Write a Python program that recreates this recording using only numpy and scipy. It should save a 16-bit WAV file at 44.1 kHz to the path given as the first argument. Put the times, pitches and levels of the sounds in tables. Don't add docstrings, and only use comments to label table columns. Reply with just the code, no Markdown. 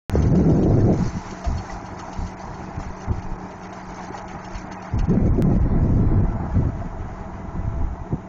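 import sys
import numpy as np
from scipy import signal
from scipy.fft import rfft, irfft, next_fast_len
from scipy.io import wavfile
from scipy.ndimage import uniform_filter1d, minimum_filter1d, map_coordinates

SR = 44100
rng = np.random.default_rng(int(sys.argv[2]) if len(sys.argv) > 2 else 0)


def put_to_file(sound):
    columns = np.atleast_2d(sound).T
    safe = np.clip(columns, -1, 1)
    whole_steps = np.round(safe * 32767)
    wavfile.write(sys.argv[1], SR, whole_steps.astype(np.int16))


def makeup_ratio(level_db):
    decades = np.asarray(level_db, float) / 20
    return 10 ** decades


N = 365148

# start_s [s], level_db [dB]
TRACTOR_LEVEL = [(0.1, -38), (1.0, -38), (1.7, -37.5), (2.7, -39), (4.0, -38), (5.3, -39.5), (6.3, -39),
                 (8.28, -42)]
# pitch_hz [Hz], level_db [dB], t60_s [s]
HOOD_MODES = [(694.7, -7, 0.17), (810.5, 4, 0.08), (950, -2, 0.06), (1248, -7.5, 0.12), (1847, -4.5, 0.046)]


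def unit(x):
    return x / np.sqrt(np.mean(x ** 2) + 1e-20)


def curves(rows):
    s, *cols = np.transpose(rows)
    return [np.interp(np.arange(N) / SR, s, c) for c in cols]


def wobble(rate):
    knots = rng.standard_normal(N // 200)
    return map_coordinates(knots, [np.arange(N) * min(rate, 200) / SR])


def filtered(x, response):
    m = next_fast_len(N + SR // 2)
    return irfft(rfft(x, m) * response(np.fft.rfftfreq(m, 1 / SR)), m)[:N]


def coloured(x, spectrum):
    f, db = np.transpose(spectrum)

    def response(hz):
        return makeup_ratio(np.interp(np.log(hz + 1), np.log(f + 1), db, -120, -120))

    return unit(filtered(x, response))


def patchy(patchy_db, size=5):
    z = signal.stft(rng.standard_normal(N), nperseg=512)[2]
    field = uniform_filter1d(rng.standard_normal(z.shape), size=size, axis=0)
    field = uniform_filter1d(field, size=size, axis=1)
    return signal.istft(z * makeup_ratio(patchy_db * unit(field)), nperseg=512)[1][:N]


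def grains(per_s, spread_db):
    hit = rng.random(N) < per_s / SR
    size_db = spread_db * np.minimum(rng.exponential(size=N), 4)
    return unit(hit * rng.choice([-1, 1], N) * makeup_ratio(size_db))


def ring(modes, t, scatter_db, detune):
    out = 0
    for hz, db, t60 in modes:
        decay = makeup_ratio(db + scatter_db * rng.standard_normal() - 60 * t / t60)
        out = out + decay * np.sin(2 * np.pi * hz * (1 + detune * rng.standard_normal()) * t)
    return out


def tractor():
    # [dB per Hz, relative]
    drone_spectrum = [(15, -39), (25, -6), (70, -21), (106, -10), (135, -10.5), (171, -17), (187, -19),
                      (208, -24.5), (244, -29.5), (275, -17), (301, -5.5), (407, -7.5), (494, -13.5),
                      (521, -45.5), (569, -13.5), (660, -5), (796, -3), (1000, -6), (1150, -12),
                      (1700, -20), (2210, -33.5), (3740, -120)]
    # multiple [of the firing rate], level_db [dB relative to the drone]
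    exhaust_tones = [(2, -10), (3, -14), (6, -16)]
    # [dB per Hz, relative]
    fan_spectrum = [(1760, -40.5), (3000, -11), (3310, -13.5), (3790, -4), (4440, -13), (5500, -9),
                    (5900, -4.5), (7030, -4), (7450, -24), (7600, -22.5), (9880, -59.5), (16700, -120)]
    firing_hz, block_t60_s = 50.98, .12
    pump_hz, pump_db, fan_db = 186, -42.5, -66.5
    level_db, = curves(TRACTOR_LEVEL)
    cycle = 2 * np.pi * np.cumsum(firing_hz * (1 + 0.008 * wobble(6))) / SR
    pulsing = 1 + 0.12 * np.cos(cycle) + 0.039 * np.cos(cycle / 2)
    knocks = 0.47 * grains(per_s=120, spread_db=0.0)

    fired = np.diff(np.floor(cycle / (2 * np.pi)), prepend=0)
    fired = fired * (1 + .6 * np.cos(cycle / 2)) * makeup_ratio(1.5 * wobble(40))
    t = np.arange(SR // 8) / SR
    block_echo = rng.standard_normal(len(t)) * makeup_ratio(-60 * t / block_t60_s)
    block = unit(signal.fftconvolve(fired, block_echo)[:N])

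    roar = unit(pulsing * patchy(patchy_db=2.0, size=4))
    drone = coloured(0.5 * block + roar + knocks, drone_spectrum)
    exhaust = sum(makeup_ratio(db + 2.1 * wobble(8.4)) * np.sin(k * cycle) for k, db in exhaust_tones)
    engine = makeup_ratio(level_db + 0.8 * wobble(9)) * (drone + exhaust)
    hum = np.sqrt(2) * np.sin(2 * np.pi * np.cumsum(pump_hz + .6 * wobble(8)) / SR)
    fan = coloured(pulsing * rng.standard_normal(N), fan_spectrum)
    return engine + makeup_ratio(pump_db + 0.83 * wobble(13)) * hum + makeup_ratio(fan_db) * fan


def gearbox():
    # start_s [s], pitch_hz [Hz], level_db [dB before the overtone balance]
    whine_course = [(0.1, 665, -56.5), (2, 664, -53.5), (4, 667.6, -60.5), (6, 663.7, -49),
                    (8.28, 665.6, -53.5)]
    # multiple [of the whine pitch], level_db [dB relative]
    whine_overtones = [(1, 4), (2, -3.5), (3, -10)]
    hz, db = curves(whine_course)
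    phase = 2 * np.pi * np.cumsum(hz + 12 * wobble(25) + 5 * wobble(3)) / SR
    whine = sum(makeup_ratio(level + 3.7 * wobble(20)) * np.sin(k * phase) for k, level in whine_overtones)
    return makeup_ratio(db) * whine


def tiller():
    # start_s [s], level_db [dB], swing_db [dB per unit of the throw curve]
    soil_course = [(0.1, -49, -16), (0.3, -51.5, 8), (0.85, -52.5, -1), (1.05, -48.5, -1.5), (1.72, -50, 7),
                   (1.8, -56, 8), (2.3, -50.5, 4), (2.42, -56.5, 8), (2.75, -59.5, -4), (2.82, -54, 17),
                   (3.02, -55, -10), (3.1, -58.5, -12), (3.55, -56.5, 4), (4.05, -50.5, 8),
                   (4.25, -55.5, 7), (4.6, -51.5, 3), (4.75, -57, 17), (5.1, -58, 2.5), (5.45, -60, 3.5),
                   (6.4, -64.5, -3.5), (8.28, -72.5, -2.5)]
    # start_s [s], churn_db [dB at the usual soil level]
    bite_course = [(0.1, -46), (0.6, -51), (1.2, -47.5), (2.4, -48.5), (3.4, -48.5), (4.2, -46.5),
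                   (5.0, -46), (5.3, -48.5), (6.5, -48), (8.28, -49)]
    # [dB per Hz, relative]
    churn_spectrum = [(710, -51.5), (1200, -6), (1330, -2.5), (1720, -6.5), (2000, -6), (2400, -10.5),
                      (2600, -14), (3210, -20), (3600, -24), (4680, -58), (7920, -120)]
    # [dB per Hz, relative]
    soil_spectrum = [(1880, -22), (3200, -21), (3400, -12), (4030, -3.5), (4340, -1), (5050, -1.5),
                     (6300, 3), (7250, -6), (7600, -7.5), (9880, -52.5), (16700, -120)]
    first_throw_s, turn_s = 0.2186, 0.13627
    throw_rise, throw_fall = 0.15, 0.52
    churn_follows, usual_soil_db = 0.36, -52.5
    soil_db, swing_db = curves(soil_course)
    turn = (np.arange(N) / SR - first_throw_s) / turn_s % 1
    throw = np.exp(-turn / throw_fall) + np.exp((turn - 1) / throw_rise)
    soil_db = soil_db + swing_db * (throw - throw.mean()) + 1.4 * wobble(12)
    churn_db = curves(bite_course)[0] + churn_follows * (soil_db - usual_soil_db)

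    clumps = wobble(30)
    churn = patchy(patchy_db=1.5, size=4) + .5 * grains(per_s=300, spread_db=2.0)
    churn = coloured(churn, churn_spectrum)
    soil = coloured(patchy(patchy_db=2.3) + .35 * grains(per_s=460, spread_db=7.0), soil_spectrum)
    return makeup_ratio(churn_db + 1.3 * clumps) * churn + makeup_ratio(soil_db + 0.5 * clumps) * soil


def rattle():
    per_s, low_hz, high_hz = 70, 620, 2600
    base_db, tilt_db, t60_s = -49, -5.5, 0.092
    when, pitch, size, life = rng.random((int(per_s * N / SR), 4)).T[..., None]
    hz = low_hz * (high_hz / low_hz) ** pitch
    t = np.arange(SR // 10) / SR
    strike_db = base_db + tilt_db * np.log2(hz / 1000) - 3.5 * np.log(size + .02)
    decay_db = -60 * t / (t60_s * (.5 + life))
    notes = makeup_ratio(strike_db + decay_db) * (1 - np.exp(-t / 0.0032)) * np.sin(2 * np.pi * hz * t)
    at = (when * N).astype(int) + np.arange(len(t))
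    level_db, = curves(TRACTOR_LEVEL)
    return makeup_ratio(level_db - level_db.mean()) * np.bincount(at.ravel(), notes.ravel(), N + SR)[:N]


def gusting(law):
    # start_s [s], hold_s [s], level_db [dB before each layer's law],
    # speed [relative, about 0-1]
    gust_rows = [(0.144, 0.0087, -18.5, 0.57), (0.189, 0.015, -17, 0.74), (0.248, 0.017, -12, 0.64),
                 (0.319, 0.016, -12, 0.75), (0.359, 0.055, -14, 0.82), (0.459, 0.053, -12, 0.99),
                 (0.523, 0.13, -23, 1.08), (0.672, 0.069, -15.5, 1), (0.779, 0.08, -17.5, 0.9),
                 (0.831, 0.084, -14.5, 0.98), (0.99, 0.016, -24.5, 0.63), (1.023, 0.007, -32, 0.6),
                 (1.06, 0.0083, -24.5, 0.4), (1.159, 0.013, -31.5, 0.57), (1.267, 0.073, -42, 0.3),
                 (1.476, 0.12, -24.5, 0.08), (1.71, 0.06, -36.5, 0), (2.184, 0.061, -28, 0.14),
                 (2.433, 0.18, -41, 0.5), (2.776, 0.029, -31, 0.34), (2.86, 0.045, -28, 0.15),
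                 (3.097, 0.013, -21.5, 0.38), (3.165, 0.02, -25.5, 0.1), (3.256, 0.071, -31, 0.12),
                 (3.859, .03, -46, 0.13), (4.357, 0.041, -38.5, 0.16), (4.541, 0.018, -34.5, 0.1),
                 (4.94, 0.034, -24.5, 0.51), (5.004, 0.029, -22, 0.13), (5.099, 0.03, -15, 0.6),
                 (5.17, 0.039, -22, 0.64), (5.228, 0.054, -10, 0.63), (5.307, 0.037, -14, 0),
                 (5.38, 0.014, -19, 0.77), (5.449, 0.07, -15.5, 0.65), (5.543, 0.018, -11.5, 0.25),
                 (5.63, 0.035, -17, 0.51), (5.71, .14, -17, 0.44), (5.897, 0.09, -14, 0.5),
                 (5.992, 0.085, -14.5, 0.51), (6.125, 0.12, -16.5, 0.43), (6.285, 0.011, -24, 0.32),
                 (6.358, 0.01, -30, 0.4), (6.315, 0.2, -35, 0.72), (6.531, 0.019, -23, 0.08),
                 (6.571, 0.02, -15, 0.6), (6.628, 0.022, -26, 0.67), (6.66, .03, -24.5, 0.52),
                 (6.738, .03, -30, 0.4), (6.786, 0.044, -33, 0.64), (6.858, 0.016, -25.5, 0.07),
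                 (6.927, 0.039, -33, 0.09), (6.997, 0.016, -26.5, 0.02), (7.054, 0.025, -30, 0.18),
                 (7.107, 0.15, -34.5, 0.28), (7.266, 0.15, -39, 0.37), (7.447, 0.049, -27, 0.02),
                 (7.551, 0.021, -32, 0.37), (7.585, 0.023, -21.5, 0.06), (7.654, 0.084, -25, 0.03),
                 (7.768, 0.073, -21, 0.1), (7.912, 0.02, -29.5, 0.14), (8, 0.022, -29.5, 0.14),
                 (8.126, 0.015, -28, 0.66)]
    rise_db_per_s, fall_db_per_s = 649.5, 418
    over_db, speed_db, steep, calm_db = law
    s, hold, db, speed = np.transpose(gust_rows)[..., None]
    t = np.arange(0, N / SR, 1 / 300)
    rise_db = -rise_db_per_s * np.maximum(s - t, 0)
    fall_db = -fall_db_per_s * np.maximum(t - s - hold, 0)
    gust_db = db + over_db + speed_db * np.abs(speed) ** steep + rise_db + fall_db
    power = makeup_ratio(calm_db) ** 2 + np.sum(makeup_ratio(gust_db) ** 2, axis=0)
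    return np.interp(np.arange(N) / SR, t, np.sqrt(power))


def shedding():
    # start_s [s], rate_hz [Hz]
    shed_rates = [
        [(.14, 94.16), (.252, 69.8), (.306, 130), (.332, 100.7), (.39, 192.8), (.42, 240), (.45, 124.7),
         (.5, 170.2), (.53, 120), (.57, 189.9), (.612, 250), (.65, 150.5)],
        [(.66, 126.3), (.72, 110), (.76, 140.1), (.85, 105), (.91, 230.2), (.95, 150.3), (.984, 102.1),
         (1.02, 169.8), (1.07, 102), (1.172, 150.9), (1.2, 133.3)],
        [(1.44, 75.9), (1.508, 66), (1.57, 87), (1.65, 72)],
        [(3.08, 80), (3.152, 85.9), (3.202, 73.7), (3.234, 96.2), (3.306, 100), (3.35, 89)],
        [(4.9, 91.85), (5.024, 68.04), (5.1, 149.9), (5.18, 170), (5.226, 89.8), (5.274, 97.1), (5.338, 62.04),
         (5.37, 72.1)],
        [(5.38, 75), (5.47, 169.9), (5.5, 170.2), (5.532, 92.9), (5.57, 180), (5.6, 109.8), (5.652, 149.7),
         (5.706, 88.1), (5.79, 80), (5.86, 91.9)],
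        [(5.87, 71.2), (5.91, 110.4), (5.94, 64.7), (6.0, 109.8), (6.08, 100), (6.13, 70.06), (6.194, 96.1),
         (6.294, 70.8), (6.35, 120.9)],
        [(6.5, 69.85), (6.53, 64.1), (6.568, 95), (6.588, 104.3), (6.648, 93), (6.7, 118), (6.72, 103.8)],
        [(7.55, 87), (7.6, 65.84), (7.654, 70.9), (7.684, 64.1), (7.722, 72), (7.774, 58.95), (7.9, 68.2)],
    ]
    hz, = curves(np.concatenate(shed_rates))
    unsteady_hz = hz * 2 ** (.14 * wobble(30) + .22 * wobble(110))
    phase = 2 * np.pi * np.cumsum(unsteady_hz) / SR
    tone = np.sin(phase) + 0.35 * np.sin(2 * phase + 1.2 * wobble(40))
    return unit(makeup_ratio(4.8 * wobble(60)) * tone)


def wind():
    # [dB per Hz, relative]
    rumble_spectrum = [(3, -10.5), (12, -2.5), (30, 3), (50, 1), (75, -4), (110, -7.5), (200, -35.5)]
    # [dB per Hz, relative]
    flutter_spectrum = [(41, -27), (70, 2), (184, 4), (232, -2.5), (330, -12), (430, -45), (730, -120)]
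    # [dB per Hz, relative]
    ripple_spectrum = [(150, -28.5), (250, 0), (337, 1.5), (595, -12.5), (687, -13.5), (1100, -44),
                       (1430, -58.5), (2420, -120)]
    # dB over the gust level at speed 0, dB added at speed 1, steepness, dB in calm air
    rumble_law, flutter_law = (-1, 1, 0, -47.5), (-13, 18.5, 0.57, -44)
    ripple_law, shed_law = (-21.5, 25.5, 1.12, -46.5), (-10, 18.5, 1.0, -61)
    eddies = grains(per_s=90, spread_db=2.5)
    lumps = makeup_ratio(2.8 * wobble(40))
    rumble = coloured(rng.standard_normal(N) + 0.47 * eddies, rumble_spectrum)
    rumble = unit(makeup_ratio(2.0 * wobble(12)) * rumble)
    flutter = unit(lumps * coloured(rng.standard_normal(N) + 0.57 * eddies, flutter_spectrum))
    ripple = coloured(rng.standard_normal(N) + 0.5 * eddies, ripple_spectrum)
    ripple = unit(lumps * makeup_ratio(1.8 * wobble(60)) * ripple)
    slow = gusting(rumble_law) * rumble + gusting(flutter_law) * flutter
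    return slow + gusting(ripple_law) * ripple + gusting(shed_law) * shedding() + puffs()


def limited(x, top):
    need = np.minimum(1, top / (np.abs(x) + 1e-9)) ** .8
    return x * uniform_filter1d(minimum_filter1d(need, size=500), size=350)


def flickering(x, from_hz):
    # start_s [s], depth [0-2]
    flicker_depth = [(0.1, 1.1), (0.9, 1.0), (1.0, .25), (1.75, .25), (1.8, .45), (2.3, .35), (2.4, .7),
                     (2.46, .2), (2.76, .2), (2.8, .7), (3.4, .7), (4.1, .7), (4.9, .85), (5.12, 1.2),
                     (5.15, .5), (5.26, .5), (5.3, 1.2), (5.6, .6), (6.2, .6), (6.6, .25), (8.28, .25)]
    # centre_s [s], width_s [s], depth_db [dB]
    treble_dips = [(0.34, 0.012, 10), (2.358, 0.008, 28), (2.78, .008, 12), (3.06, .007, 12),
                   (3.105, .008, 10), (3.375, 0.0074, 19), (3.685, .008, 14), (4.11, 0.011, 20),
                   (4.235, 0.0063, 16), (4.371, 0.013, 12), (4.65, .008, 12), (4.7, 0.012, 16),
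                   (5.315, 0.015, 51), (5.59, .012, 14), (6.22, 0.0092, 8)]
    hz, t, z = signal.stft(x, SR, nperseg=640)
    power = uniform_filter1d(np.abs(z) ** 2, size=2, axis=0)
    around = uniform_filter1d(power, size=15, axis=0)
    around = np.abs(uniform_filter1d(around, size=9, axis=1))
    treble = 1 / (1 + (from_hz / (hz[:, None] + 1)) ** 6)
    depth = np.interp(t, *np.transpose(flicker_depth)) * treble
    keep = 1 / (1 + (depth * around / (power + 1e-20)) ** 6)
    lost_db = sum(db * np.exp(-((t - s) / width) ** 2) for s, width, db in treble_dips)
    return signal.istft(z * keep * makeup_ratio(-lost_db * treble), SR, nperseg=640)[1][:N]


def blips():
    # start_s [s], count [blips]
    blip_runs = [(.138, 1), (.522, 2), (1.034, 5), (1.418, 6), (1.866, 3), (2.25, 2), (2.89, 1), (3.53, 10),
                 (4.746, 1), (5.62, 1)]
    pitch_hz, every_s, width_s, mean_db = 7953, .064, .006, -72
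    times = [s + every_s * k for s, count in blip_runs for k in range(count)]
    strength, t = np.zeros(N), np.arange(-SR // 40, SR // 40) / SR
    at = np.round(np.array(times) * SR).astype(int)
    strength[at] = makeup_ratio(mean_db + 3 * rng.standard_normal(len(times)))
    beep = np.exp(-(t / width_s) ** 2) * np.sin(2 * np.pi * pitch_hz * t)
    return signal.fftconvolve(strength, beep, "same")


def puffs():
    # start_s [s], level_db [dB before the pulse shape], pitch_hz [Hz],
    # edge_db [dB relative to level_db]
    puff_rows = [(0.154, 0.5, 182, 8.5), (0.193, -22, 62.3, -21), (0.28, -5, 188, -17),
                 (0.412, 1, 147, -2.5), (0.443, -17.5, 122, -21.5), (0.469, -17.5, 75.4, -17.5),
                 (0.517, -14.5, 108, -13), (0.677, -22, 104.3, -14), (0.714, -14, 113, -19),
                 (0.84, -3, 62, -9), (0.885, -18, 167.8, -14), (1.022, -5.5, 180, -22),
                 (1.066, -19, 61.7, -24), (1.164, -8.5, 184, -19), (1.455, -18, 64.4, -16),
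                 (1.52, -14, 69.7, -25), (1.552, -16, 80, -22), (1.575, -19, 74.8, -24),
                 (2.187, -22, 115.3, -24), (3.098, -4.5, 91.9, -18), (3.87, -27, 45, -25),
                 (4.539, -17, 45, -18), (4.931, -12.5, 109, -20), (5.171, 12, 195.8, -20),
                 (5.446, -1, 166, -24), (5.563, 7, 188.3, -14), (5.598, -6, 78.13, -13.5),
                 (6.56, -5.5, 98.35, -13), (6.632, -23, 167.4, -18), (6.655, -10, 95, -15),
                 (6.992, -14, 54.6, -30), (7.599, -18, 60.4, -5), (7.787, -10.5, 60.96, -30),
                 (7.835, -10.5, 54.6, -25), (8.131, -11, 136.7, -34)]
    out, t = np.zeros(N + SR), np.arange(SR // 8) / SR
    for s, db, hz, edge_db in puff_rows:
        u = t * hz / 0.74
        push = u * np.exp(-u) * np.sin(2 * np.pi * hz * t + 2 * np.pi * rng.random())
        edge_shape = t / 0.0014 * np.exp(-t / 0.0014)
        edge_hz = 470 * (1 + 0.074 * rng.standard_normal())
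        edge = makeup_ratio(edge_db) * edge_shape * np.sin(2 * np.pi * edge_hz * t)
        out[round(s * SR):][:len(t)] += makeup_ratio(db + 0.5) * (push + edge)
    return out[:N]


def clinks():
    # start_s [s], level_db [dB before each part's offset], thud_db [dB relative]
    stone_hits = [(0.1567, -34, 17), (0.2186, -26.5, -3.5), (0.3543, -32, -7), (0.491, -29.5, 4),
                  (0.6282, -27.5, -3), (0.8008, -34.5, 21), (1.1684, -32, -2), (1.3046, -25.5, -1),
                  (1.4408, -22.5, 8), (1.577, -26.5, 9), (1.6962, -32, 16.5), (1.8564, -29.5, 8),
                  (1.9911, -24.5, 6.5), (2.1273, -27.5, 0.5), (2.2645, -29.5, -6), (2.3692, -52, 10),
                  (2.5403, -34.5, -2), (2.8067, -42, 9), (2.9449, -48, 6.5), (3.0023, -33.5, -3),
                  (3.0686, -47, 10), (3.116, -38, -4), (3.1619, -39, 6), (3.2208, -32, 8.5),
                  (3.4612, -46, -6), (3.5086, -33.5, 7), (3.6304, -31.5, 4), (3.7266, -32, 0),
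                  (3.9002, -48, 14), (4.0055, -38, -10), (4.1337, -47, 10), (4.1736, -26, 5),
                  (4.2779, -30.5, -6), (4.444, -28, -2), (4.5483, -27, 1), (4.7154, -26, 6.5),
                  (4.8192, -31, -1), (4.9873, -24, -4), (5.0411, -40, 9), (5.0915, -33.5, 16)]
    # pitch_hz [Hz], level_db [dB relative], t60_s [s]
    steel_modes = [(2840, 1, .08), (3210, -3, .07), (3560, -5, .06), (3820, -4, .05), (4400, 1, .09),
                   (5340, 0, .09), (5900, -4, .06), (6170, -1, .07), (6450, 0, .07)]
    # [dB per Hz, relative]
    scrape_spectrum = [(1500, -31), (2300, -3.5), (2900, 1.5), (3500, -7.5), (4340, -7.5), (6300, 0),
                       (7250, -7.5), (7600, -11), (9880, -52.5), (16700, -120)]
    out, scrapes, t = np.zeros(N + SR), np.zeros(N + SR), np.arange(SR // 4) / SR
    rise = 1 - np.exp(-t / .004)
    for s, db, thud_db in stone_hits:
        steel = makeup_ratio(db - 20) * ring(steel_modes, t, scatter_db=3, detune=.0012)
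        thud = makeup_ratio(db + thud_db - 15.5) * ring(HOOD_MODES, t, scatter_db=6.0, detune=.05)
        out[round(s * SR):][:len(t)] += rise * (steel + thud)
        scrapes[round(s * SR):][:len(t)] += rise * makeup_ratio(db - 17 - 60 * t / .12)
    return out[:N] + scrapes[:N] * coloured(rng.standard_normal(N), scrape_spectrum)


def pings():
    # start_s [s], level_db [dB before the soft onset], pitch_hz [Hz]
    pebble_hits = [(0.633, -50, 4050), (3.725, -47, 3800), (3.765, -41, 1390), (4.551, -53, 3200),
                   (4.716, -48, 2000), (7.98, -50, 2000)]
    t60_s = .07
    out, t = np.zeros(N + SR), np.arange(SR // 8) / SR
    rise = 1 - np.exp(-t / 0.003)
    for s, db, hz in pebble_hits:
        out[round(s * SR):][:len(t)] += rise * ring([(hz, db, t60_s)], t, scatter_db=0, detune=0)
    return out[:N]


def clods():
    # start_s [s], level_db [dB before an 8 dB cut and the mode levels],
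    # panel_hz [Hz, main pitch of the panel that is hit], brightness [0-1]
    clod_hits = [(1.006, -25.5, 980, 0.1), (1.447, -23.5, 698, 0.36), (1.64, -26, 863, 0.02),
                 (1.761, -24, 815, 0.3), (2.221, -29, 792, 0.3), (2.358, -35, 790, 0.33),
                 (2.798, -25.5, 778, 0.2), (3.081, -25, 895, 0.32), (3.725, -28, 696, 0.19),
                 (3.907, -34, 950, 0.4), (3.98, -25, 967, 0.3), (4.085, -33, 792, 0.2),
                 (4.144, -23, 820, 0.3), (4.185, -26, 810, 0.2), (4.347, -25, 800, 0.3),
                 (4.475, -26.5, 823, 0.3), (4.767, -23, 812, 0), (4.848, -23.5, 790, 0.25),
                 (4.924, -30, 730, 0.16), (5.098, -25, 802, 0.32), (5.448, -21.5, 671, 0.24),
                 (5.512, -24, 820, 0.24), (6.247, -22.5, 777, 0.31), (6.63, -29, 654, 0.28),
                 (6.817, -23.5, 685, 0.31), (7.088, -30, 774, 0.29)]
    hood_main_hz = 810
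    out, t = np.zeros(N + SR), np.arange(SR // 8) / SR
    rise = 1 - np.exp(-t / 0.00098)
    for s, db, panel_hz, bright in clod_hits:
        modes = []
        for hz, level, t60 in HOOD_MODES:
            tilt_db = 12 * (bright - .5) * np.log2(hz / hood_main_hz)
            modes.append((hz * panel_hz / hood_main_hz, level + tilt_db, t60))
        thud = ring(modes, t, scatter_db=2.0, detune=0.01)
        out[round(s * SR):][:len(t)] += makeup_ratio(db - 8) * rise * thud
    return out[:N]


def freezing(x):
    # start_s [s], length_s [s], level_db [dB], lost [share of the treble taken away]
    frozen_spells = [(5.145, .115, -64, .97), (5.39, .11, -66, .85), (5.635, .185, -65, .97),
                     (6.015, .185, -65, .85), (6.335, .115, -66, .75)]
    low_hz, high_hz = 2700, 7200
    t = np.arange(N) / SR
    treble = filtered(x, lambda hz: 1 / (1 + (low_hz / (hz + 1)) ** 12))
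    out = x.copy()
    for s, length, db, lost in frozen_spells:
        span = slice(round(s * SR), round((s + length) * SR))
        gate = np.clip(np.minimum(t[span] - s, s + length - t[span]) / .008, 0, 1)
        place, size, start, sway = rng.random((4, 30, 1))
        tone_db = 12 * size + 7 * np.sin(2 * np.pi * (8 * sway * t[span] + size))
        tone_hz = low_hz + (high_hz - low_hz) * place
        tones = makeup_ratio(tone_db) * np.sin(2 * np.pi * (tone_hz * t[span] + start))
        out[span] += gate * (makeup_ratio(db) * unit(tones.sum(axis=0)) - lost * treble[span])
    return out


def scene():
    machine = tractor() + gearbox() + tiller() + rattle()
    hits = clinks() + pings() + clods()
    return (machine + wind() + hits)[None]


def top_cut(x):
    return signal.sosfilt(signal.butter(12, 16700, fs=SR, output="sos"), x)


def record(dry):
    # start_s [s], jump [amplitude before the last low-pass]
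    click_jumps = [(0.0966, 0.27), (5.4233, -0.19)]
    start_s, mic_top_hz, top_hz, hiss_db = 0.0966, 7420, 16700, -95
    t = np.arange(N) / SR
    x = filtered(dry[0], lambda hz: 1 / (1 + (hz / mic_top_hz) ** 90))
    bass = filtered(x, lambda hz: 1 / (1 + (hz / 850) ** 4))
    upper = freezing(flickering(x - bass, from_hz=3000))
    x = upper + limited(bass, top=.26)
    hiss = makeup_ratio(hiss_db) * rng.standard_normal(N)
    x = (x + blips() + hiss) * (t > start_s)
    for s, jump in click_jumps:
        x = x + jump * (t > s) * np.exp(-np.abs(t - s) / 0.0018)
    mix = filtered(x, lambda hz: 1 / (1 + (hz / top_hz) ** 80))[None]
    return top_cut(mix)


dry = scene()
out = record(dry)
put_to_file(out)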